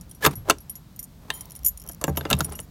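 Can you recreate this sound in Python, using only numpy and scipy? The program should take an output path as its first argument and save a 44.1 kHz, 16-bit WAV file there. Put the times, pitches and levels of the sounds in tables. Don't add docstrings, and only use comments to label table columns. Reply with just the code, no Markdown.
import sys
import numpy as np
from scipy import signal
from scipy.fft import rfft, irfft
from scipy.io import wavfile
from scipy.ndimage import uniform_filter1d

SR = 44100
rng = np.random.default_rng(int(sys.argv[2]) if len(sys.argv) > 2 else 0)


def transcribe(u):
    v = np.clip(np.atleast_2d(u).T, -1, 1)
    q = np.round(v * 32767).astype(np.int16)
    wavfile.write(sys.argv[1], SR, q)


N = 119070

# frequency_hz, relative_level_db, t60_s
KEY_MODES = [(2100, -20, .05), (3176, -16, .06), (5350, -9, .03), (5715, 1, .045), (6150, -10, .02),
             (6730, -9, .025), (6900, -2, .055), (7030, -7, .04), (9150, -11, .02), (9550, -6, .025),
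             (9860, -2, .045), (9950, 0, .05), (10450, -14, .02), (11555, 0, .075), (12100, -16, .03),
             (12890, -6, .045), (13030, 0, .06), (13170, -6, .04), (13550, -9, .02), (14750, -4, .02),
             (15470, 0, .04), (15620, -4, .03)]
# frequency_hz, relative_level_db, t60_s
DOOR_MODES = [(75.5, -11, .3), (112, -4, .1), (142.5, 2, .14), (183, -4, .14), (268, 1, .1), (370, -2, .07),
              (446, 0, .08), (561, -1, .08), (674, 2, .075), (790, -2, .07), (873, 0, .07), (952, -1, .07),
              (1051, -2, .06), (1170, -1, .06)]
# frequency_hz, relative_level_db, t60_s
STEEL_MODES = [(1320, 4, .04), (1570, 2, .03), (1690, 1, .04), (2060, -6, .03), (2680, -2, .03),
               (2840, 0, .04), (3120, -7, .03), (3450, -1, .025), (3630, 1, .035), (3790, -2, .03),
               (4450, -2, .03), (5850, -1, .02), (6250, 0, .02), (6720, -1, .02), (7600, -2, .014),
               (8250, -4, .014), (10700, -3, .03), (11150, -5, .02), (12097, -3, .025), (12550, -1, .015),
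               (12920, 0, .03)]


def amp(db):
    return 10 ** (np.asarray(db, float) / 20)


def fade(t, t60):
    return np.exp(-np.log(1000) * t / max(t60, 1e-3))


def blow(x):
    return x * np.sqrt(0.01 * SR / (np.sum(x ** 2) + 1e-18))


def add(out, x, start):
    i = min(max(int(start * SR), 0), N)
    out[i:i + len(x)] += x[:N - i]


def colour(x, points):
    hz, db = np.array(points, float).T
    f = np.maximum(np.fft.rfftfreq(len(x), 1 / SR), 1)
    gain = amp(np.interp(np.log(f), np.log(hz), db))
    y = irfft(rfft(x) * gain, len(x))
    return y / y.std()


def ring(modes, t, length=1, detune=0., scatter_db=0.):
    total = 0
    for k, (hz, db, t60) in enumerate(modes):
        level_chance, pitch_chance = rng.standard_normal(2)
        gain = (-1) ** k * amp(db + scatter_db * level_chance)
        pitch = hz * (1 + detune * pitch_chance)
        total = total + gain * np.sin(2 * np.pi * pitch * t) * fade(t, t60 * length)
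    return total


def rebounds(gap, loss_db, count=3):
    train = np.zeros(SR // 10)
    times = np.append(0, np.cumsum(gap * rng.uniform(0.66, 2, count)))
    places = np.minimum(times * SR, len(train) - 1).astype(int)
    train[places] = amp(-loss_db * np.arange(count + 1))
    return train / np.linalg.norm(train)


def walk(rate):
    knots = rng.standard_normal(int(rate * N / SR) + 2)
    return np.interp(np.arange(N) * rate / SR, np.arange(len(knots)), knots)


def strikes(rows, modes, edges, crack, tick, bounce, detune, scatter_db):
    t, out = np.arange(SR // 4) / SR, np.zeros(N)
    tick_db, tick_t60 = tick
    bands = []
    for lo, hi in zip(edges, edges[1:]):
        band_filter = signal.butter(3, [lo, hi], "band", fs=SR, output="sos")
        bands.append((band_filter, [m for m in modes if lo <= m[0] < hi]))
    for start, length, *levels in rows:
        touch = rng.standard_normal(len(t)) * fade(t, tick_t60)
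        hit = 0
        for (band_filter, own_modes), db, (crack_db, crack_t60) in zip(bands, levels, crack):
            body = ring(own_modes, t, length, detune(length), scatter_db) + np.zeros(len(t))
            noise = rng.standard_normal(len(t)) * fade(t, crack_t60 * np.sqrt(length))
            filtered = signal.sosfilt(band_filter, np.array([body, noise, touch]) + 1e-18)
            tone, burst, click = map(blow, filtered)
            hit = hit + amp(db) * blow(tone + amp(crack_db) * burst + amp(tick_db) * click)
        add(out, signal.fftconvolve(hit, rebounds(*bounce)), start)
    return out


def padlock():
    # start_s, ring_length_factor, spot_hz, spot_level_db, six band levels_db
    knocks = [(0.2501, 0.22, 3590, -22.5, -31, -20.5, -14, -19.5, -22, -30),
              (0.2613, 1.06, 12097, -21, -19, -33, -12.5, -31, -22.5, -27),
              (0.264, 0.72, 2650, -26, -20, -16, -21, -22, -25.5, -21.5),
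              (0.2689, 0.76, 1135, -26, -20, -20.5, -26, -27.5, -31, -23.5),
              (0.4982, 1.03, 1315, -15, -38, -19.5, -16.5, -29, -16, -26.5),
              (0.502, 1.28, 2710, -19.5, -44, -32, -30, -29, -22, -36.5),
              (0.5069, 0.75, 4430, -25.5, -34.5, -25, -21.5, -23, -29.5, -28),
              (1.3027, 0.58, 1764, -27.5, -40.5, -37, -30, -24.5, -33, -42),
              (1.895, 0.82, 1425, -57, -53, -42, -47.5, -63.5, -47, -53),
              (2.0137, 1.2, 1160, -39.5, -38, -40, -48, -50.5, -41, -55),
              (2.0401, 0.85, 7500, -26.5, -30.5, -22.5, -26, -28, -27.5, -30),
              (2.08, 1.16, 1590, -34, -16.5, -21, -29.5, -58, -51, -50),
              (2.094, 1.6, 580, -34, -32, -27, -44, -57, -52, -49),
              (2.1726, 1, 2995, -32, -29.5, -26.5, -30.5, -33, -33.5, -31),
              (2.21, 0.72, 1560, -35, -33.5, -34.5, -43, -39, -52, -54),
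              (2.2524, 1.1, 4920, -42, -35, -25.5, -30, -37.5, -46, -57),
              (2.3021, 2.6, 1346, -28, -25, -38.5, -28.5, -31, -29, -39),
              (2.3109, 1.22, 2850, -24, -21, -18.5, -25.5, -28, -31, -28),
              (2.3296, 0.81, 3740, -17, -17, -26, -24.5, -19, -24, -34),
              (2.4062, 0.78, 1380, -23, -23.5, -28, -27.5, -29.5, -26.5, -31.5),
              (2.5908, 1, 2940, -39.5, -35, -39.5, -41, -47, -40, -50)]
    knock_bands = [55, 250, 800, 2300, 4400, 10000, 16500]
    # level_against_modes_db, t60_s (before the ring length factor)
    knock_crack = [(-13, 0.1), (-7, 0.042), (-10, 0.07), (-3, 0.02), (0, 0.016), (-4, 0.014)]
    spot_t60_s, spot_damping_per_cycle = 0.03, 0.004
    rows = [(start, length, *levels) for start, length, _, _, *levels in knocks]
    hits = strikes(rows, DOOR_MODES + STEEL_MODES, knock_bands, knock_crack,
                   tick=(-6, 0.0061),
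                   bounce=(0.004, 13.5),
                   detune=lambda length: 0.004, scatter_db=2.5)
    t = np.arange(SR // 10) / SR
    for start, length, hz, db, *_ in knocks:
        t60 = length / (1 / spot_t60_s + spot_damping_per_cycle * hz)
        add(hits, amp(db) * blow(np.sin(2 * np.pi * hz * t) * fade(t, t60)), start)
    return amp(-1.79) * hits


def keys():
    # start_s, ring_length_factor, six band levels_db (before the layer trim; the last is silent)
    clinks = [(0.011, 0.28, -50.5, -53, -46.5, -57, -50, -65), (0.0943, 1.5, -68, -66, -50, -64, -57, -59),
              (0.1125, 0.37, -51, -60, -41, -66, -50, -61), (0.1482, 1.5, -57, -72, -50, -48, -58, -64),
              (0.3108, 0.45, -55, -60, -44, -57, -63, -68), (0.3545, 1.6, -52, -55.5, -41, -36, -43, -45),
              (0.5845, 0.099, -50, -61, -49.5, -57, -58, -54), (0.6041, 1.3, -60, -69, -53, -46, -55, -54),
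              (0.6962, 1.13, -46, -54, -34, -33, -42, -42),
              (0.7543, 1.08, -47, -47.5, -46.5, -38, -44.5, -52.5),
              (0.9613, 0.36, -67, -57, -53.5, -65, -47.5, -59.5),
              (0.9915, 0.86, -41, -44, -37.5, -41.5, -33.5, -56.5),
              (1.0282, 0.44, -53, -48.5, -41.5, -56.5, -38.5, -51.5),
              (1.0405, 0.3, -55, -50, -41, -55, -45, -56.5),
              (1.3385, 4.5, -55, -50.5, -37, -60.5, -37, -53.5),
              (1.4083, 0.35, -43, -48, -35, -43, -40, -45),
              (1.519, 0.13, -51.5, -57, -42.5, -46.5, -62, -57.5),
              (1.552, 0.18, -50, -64, -45, -53, -45, -56), (1.561, 0.54, -50, -51, -39, -48, -47, -46),
              (1.6478, 0.56, -41, -34, -28.5, -23, -31, -37),
              (1.6615, 1.23, -31.5, -27.5, -22, -19, -16.5, -34),
              (1.683, 0.35, -43, -31, -31, -32.5, -23, -51), (1.7742, 0.36, -50, -45, -41.5, -48, -45, -57),
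              (1.7979, 0.96, -53, -57, -44, -46, -64, -73),
              (1.8882, 0.73, -45.5, -47, -35.5, -33.5, -41.5, -46.5),
              (1.9206, 0.15, -58, -63, -43, -52, -50, -56), (2.0122, 0.84, -55.5, -51, -43, -39, -49, -54),
              (2.1702, 1.6, -41, -43, -35, -24.5, -35, -34), (2.3008, 0.28, -42, -43, -31.5, -33, -26, -51),
              (2.3888, 0.3, -56, -57, -31, -35, -38, -44), (2.4455, 0.74, -38, -45, -25.5, -44, -34, -38),
              (2.5228, 0.33, -54, -62, -37, -62, -56, -56), (2.5525, 1.1, -47, -53, -40.5, -38.5, -50, -53),
              (2.6015, 0.18, -54, -61, -33.5, -51, -45, -45)]
    key_bands = [1900, 6400, 8000, 10800, 12300, 14200, 16500]
    # level_against_modes_db, t60_s (before the ring length factor)
    key_crack = [(-14, 0.056), (-13, 0.037), (-10, 0.014), (-15.5, .025), (-0.5, 0.03)]

    def press_detune(length):
        return 0.0035 * np.clip(1 / length - 1, 0.15, 4)

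    hits = strikes(clinks, KEY_MODES, key_bands, key_crack,
                   tick=(-14.5, 0.0012),
                   bounce=(0.0034, 8),
                   detune=press_detune, scatter_db=4)
    return amp(-1.47) * hits


def scraping():
    # start_s, length_s, low_grind_end_db, high_rasp_end_db, rise_db (before judder)
    scrapes = [(0.207, 0.015, -44.5, -45.5, 4), (0.223, 0.034, -21.5, -20, 13),
               (0.308, 0.033, -44, -45.5, 0), (0.452, 0.031, -38, -50, 12.5),
               (0.486, 0.026, -24.5, -33.5, 5.5), (1.214, 0.086, -50, -55.5, 13),
               (1.843, 0.042, -52, -64.5, 0.5), (2.016, 0.0207, -39, -57, 1.5), (2.08, 0.22, -47.5, -54, 9),
               (2.372, 0.0294, -33.5, -42, 11), (2.44, 0.056, -42.5, -52, 6),
               (2.511, 0.068, -51.5, -59, -8)]
    # frequency_hz, relative_gain_db
    scrape_colour = [(150, -1.5), (450, 8.5), (1000, 4.5), (1700, -3), (3000, -8), (6000, -12),
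                     (9000, -15.5), (13000, -10.5), (16000, -19)]
    slips_per_s, slip_scatter_db, steel_db, split_hz = 10000, 3, -10.5, 1500
    judder_per_s, judder_db = 130, 3.5
    slips = (rng.random(N) < slips_per_s / SR) * rng.choice([-1, 1], N)
    slips = slips * amp(slip_scatter_db * rng.standard_normal(N))
    response = ring(DOOR_MODES + STEEL_MODES, np.arange(SR // 10) / SR)
    steel = signal.fftconvolve(slips, response)[:N]
    rubbing = colour(slips, scrape_colour) + amp(steel_db) * colour(steel, scrape_colour)
    out = 0
    for k, side in enumerate(("low", "high")):
        part = signal.sosfilt(signal.butter(3, split_hz, side, fs=SR, output="sos"), rubbing)
        pressure = np.zeros(N)
        for start, length, *levels, rise_db in scrapes:
            rise = np.linspace(-rise_db, 0, max(int(length * SR), 2))
            add(pressure, amp(levels[k] + rise), start)
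        out = out + part / part.std() * uniform_filter1d(pressure, size=130)
    return out * amp(judder_db * walk(judder_per_s))


def squeaks():
    # start_s, length_s, pitch_hz (centre), level_db
    squeals = [(0.223, 0.031, 1710, -28.5), (2.264, 0.012, 2820, -44.5), (2.539, 0.027, 2850, -53.5)]
    waver_share = 0.015
    out, waver, grip = np.zeros(N), walk(900), amp(3 * walk(300))
    for start, length, hz, db in squeals:
        i, n = int(start * SR), int(length * SR)
        pitch = hz * (1 + waver_share * waver[i:i + n])
        tone = np.sin(2 * np.pi * np.cumsum(pitch) / SR) * grip[i:i + n]
        add(out, amp(db) * tone / tone.std() * signal.windows.tukey(n, 0.5), start)
    return out


def shimmer():
    # start_s, length_s, start_level_db, loss_db over the slide
    key_rubs = [(1.349, 0.05, -43, 10), (1.648, 0.046, -29.5, 5.5), (2.066, 0.033, -46, -2),
                (2.423, .03, -44, 5), (2.576, 0.077, -51.5, 5)]
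    # frequency_hz, relative_gain_db
    rub_colour = [(1500, -27), (4500, -17), (7000, 7), (9700, 4), (11600, -2), (13100, 8), (16000, -1)]
    contacts_per_s, ring_length_factor = 700, 0.55
    contacts = (rng.random(N) < contacts_per_s / SR) * rng.standard_normal(N)
    key = ring(KEY_MODES, np.arange(SR // 10) / SR, ring_length_factor)
    ringing = colour(signal.fftconvolve(contacts, key)[:N], rub_colour)
    pressure = np.zeros(N)
    for start, length, db, loss_db in key_rubs:
        loss = np.linspace(0, loss_db, max(int(length * SR), 2))
        add(pressure, amp(db - loss), start)
    return ringing * uniform_filter1d(pressure, size=260)


def ticks():
    t, out = np.arange(SR // 10) / SR, np.zeros(N)
    first_s, last_s, ticks_per_s, tick_db = 1.45, 2.65, 28, -49
    for start in rng.uniform(first_s, last_s, int(ticks_per_s * (last_s - first_s))):
        gain = amp(tick_db + 2 * rng.standard_normal())
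        add(out, gain * blow(ring(KEY_MODES, t, length=0.2, detune=0.02)), start)
    return out


def bolt():
    # start_s, gain_db
    bolt_rings = [(1.302, -47)]
    # frequency_hz, relative_level_db, t60_s
    bolt_modes = [(1020, -5.5, 0.61), (1800, 21.5, 0.04), (1926, 23.5, 0.015), (2060, -13.5, 0.34),
                  (3150, 8, 0.3), (3800, -19, .4), (3962, -15, 0.54), (9640, -3, 0.25)]
    # frequency_hz, relative_gain_db
    wash_colour = [(200, -10), (600, -1), (1050, 1.5), (1500, -11.5), (2000, -4), (2800, -16.5), (4000, -6),
                   (5500, -18), (12000, -12.5)]
    wash_db, wash_t60_s = -2.5, 1.44
    t, out = np.arange(SR) / SR, np.zeros(N)
    for start, db in bolt_rings:
        noise = colour(rng.standard_normal(len(t)), wash_colour)
        wash = amp(wash_db) * noise * fade(t, wash_t60_s)
        add(out, amp(db) * (ring(bolt_modes, t) + wash), start)
    return out


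def door():
    # start_s, length_s, centre_hz, level_db (before the swell)
    shudders = [(0.326, 0.12, 109, -38), (1.527, 0.34, 59.4, -38.5)]
    # start_s, level_db (before onset and decay)
    booms = [(0.515, -41), (2.087, -19.5), (2.337, -24)]
    boom_hz, boom_t60_s, shudder_width = 76.3, 0.62, 0.6
    out, t = np.zeros(N), np.arange(SR) / SR
    spread = (1 + shudder_width) ** 3
    for start, length, hz, db in shudders:
        hum = colour(rng.standard_normal(N), [(hz / spread, -60), (hz, 0), (hz * spread, -60)])
        swell = np.hanning(int(length * SR))
        part = hum[:len(swell)]
        add(out, amp(db) * swell * part / part.std(), start)
    for start, db in booms:
        soft_onset = 1 - fade(t, 0.05)
        add(out, amp(db) * np.sin(2 * np.pi * boom_hz * t) * fade(t, boom_t60_s) * soft_onset, start)
    return out


def yard(x):
    # frequency_hz, relative_gain_db
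    yard_colour = [(80, 9), (300, 12.5), (1000, -1.5), (4000, -3), (9000, -2), (15000, -10.5)]
    near_db, near_t60_s, far_db, far_t60_s = -21, 0.11, -32.5, 0.21
    t = np.arange(SR // 2) / SR
    response = 0
    for db, t60 in (near_db, near_t60_s), (far_db, far_t60_s):
        soft_onset = 1 - fade(t, 0.023)
        tail = colour(rng.standard_normal(len(t)), yard_colour) * fade(t, t60) * soft_onset
        response = response + amp(db) * tail / np.linalg.norm(tail)
    return signal.fftconvolve(x, response)[:N]


def air():
    # frequency_hz, relative_gain_db
    rumble_colour = [(15, -32), (30, -9), (55, -1), (100, -7), (165, -4), (260, -14), (400, -25.5),
                     (800, -31.5), (2000, -37), (6000, -54), (16000, -76.5)]
    # time_s, level_db
    rumble_level = [(0, -44.5), (.2, -49), (.38, -41), (.55, -47), (1.0, -49), (1.45, -47), (1.62, -49),
                    (1.76, -54.5), (1.86, -46), (2.45, -40.5), (2.7, -46)]
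    # frequency_hz, relative_gain_db
    hiss_colour = [(300, 4), (1000, 2.5), (2000, -8.5), (4000, -4), (7000, -8), (10000, -10), (13000, -6.5),
                   (16000, -10)]
    hiss_db = -59.5
    times, levels = np.array(rumble_level).T
    level = amp(np.interp(np.arange(N) / SR, times, levels))
    rumble = level * colour(rng.standard_normal(N), rumble_colour)
    return rumble + amp(hiss_db) * colour(rng.standard_normal(N), hiss_colour)


def scene():
    metal = padlock() + keys() + scraping() + squeaks() + shimmer() + ticks() + bolt()
    return (metal + yard(metal) + door() + air())[None]


def record(dry):
    low_pass = signal.ellip(8, 0.2, 70, 16200, fs=SR, output="sos")
    return signal.sosfilt(low_pass, np.clip(dry, -0.8, 0.8))


dry = scene()
out = record(dry)
transcribe(out)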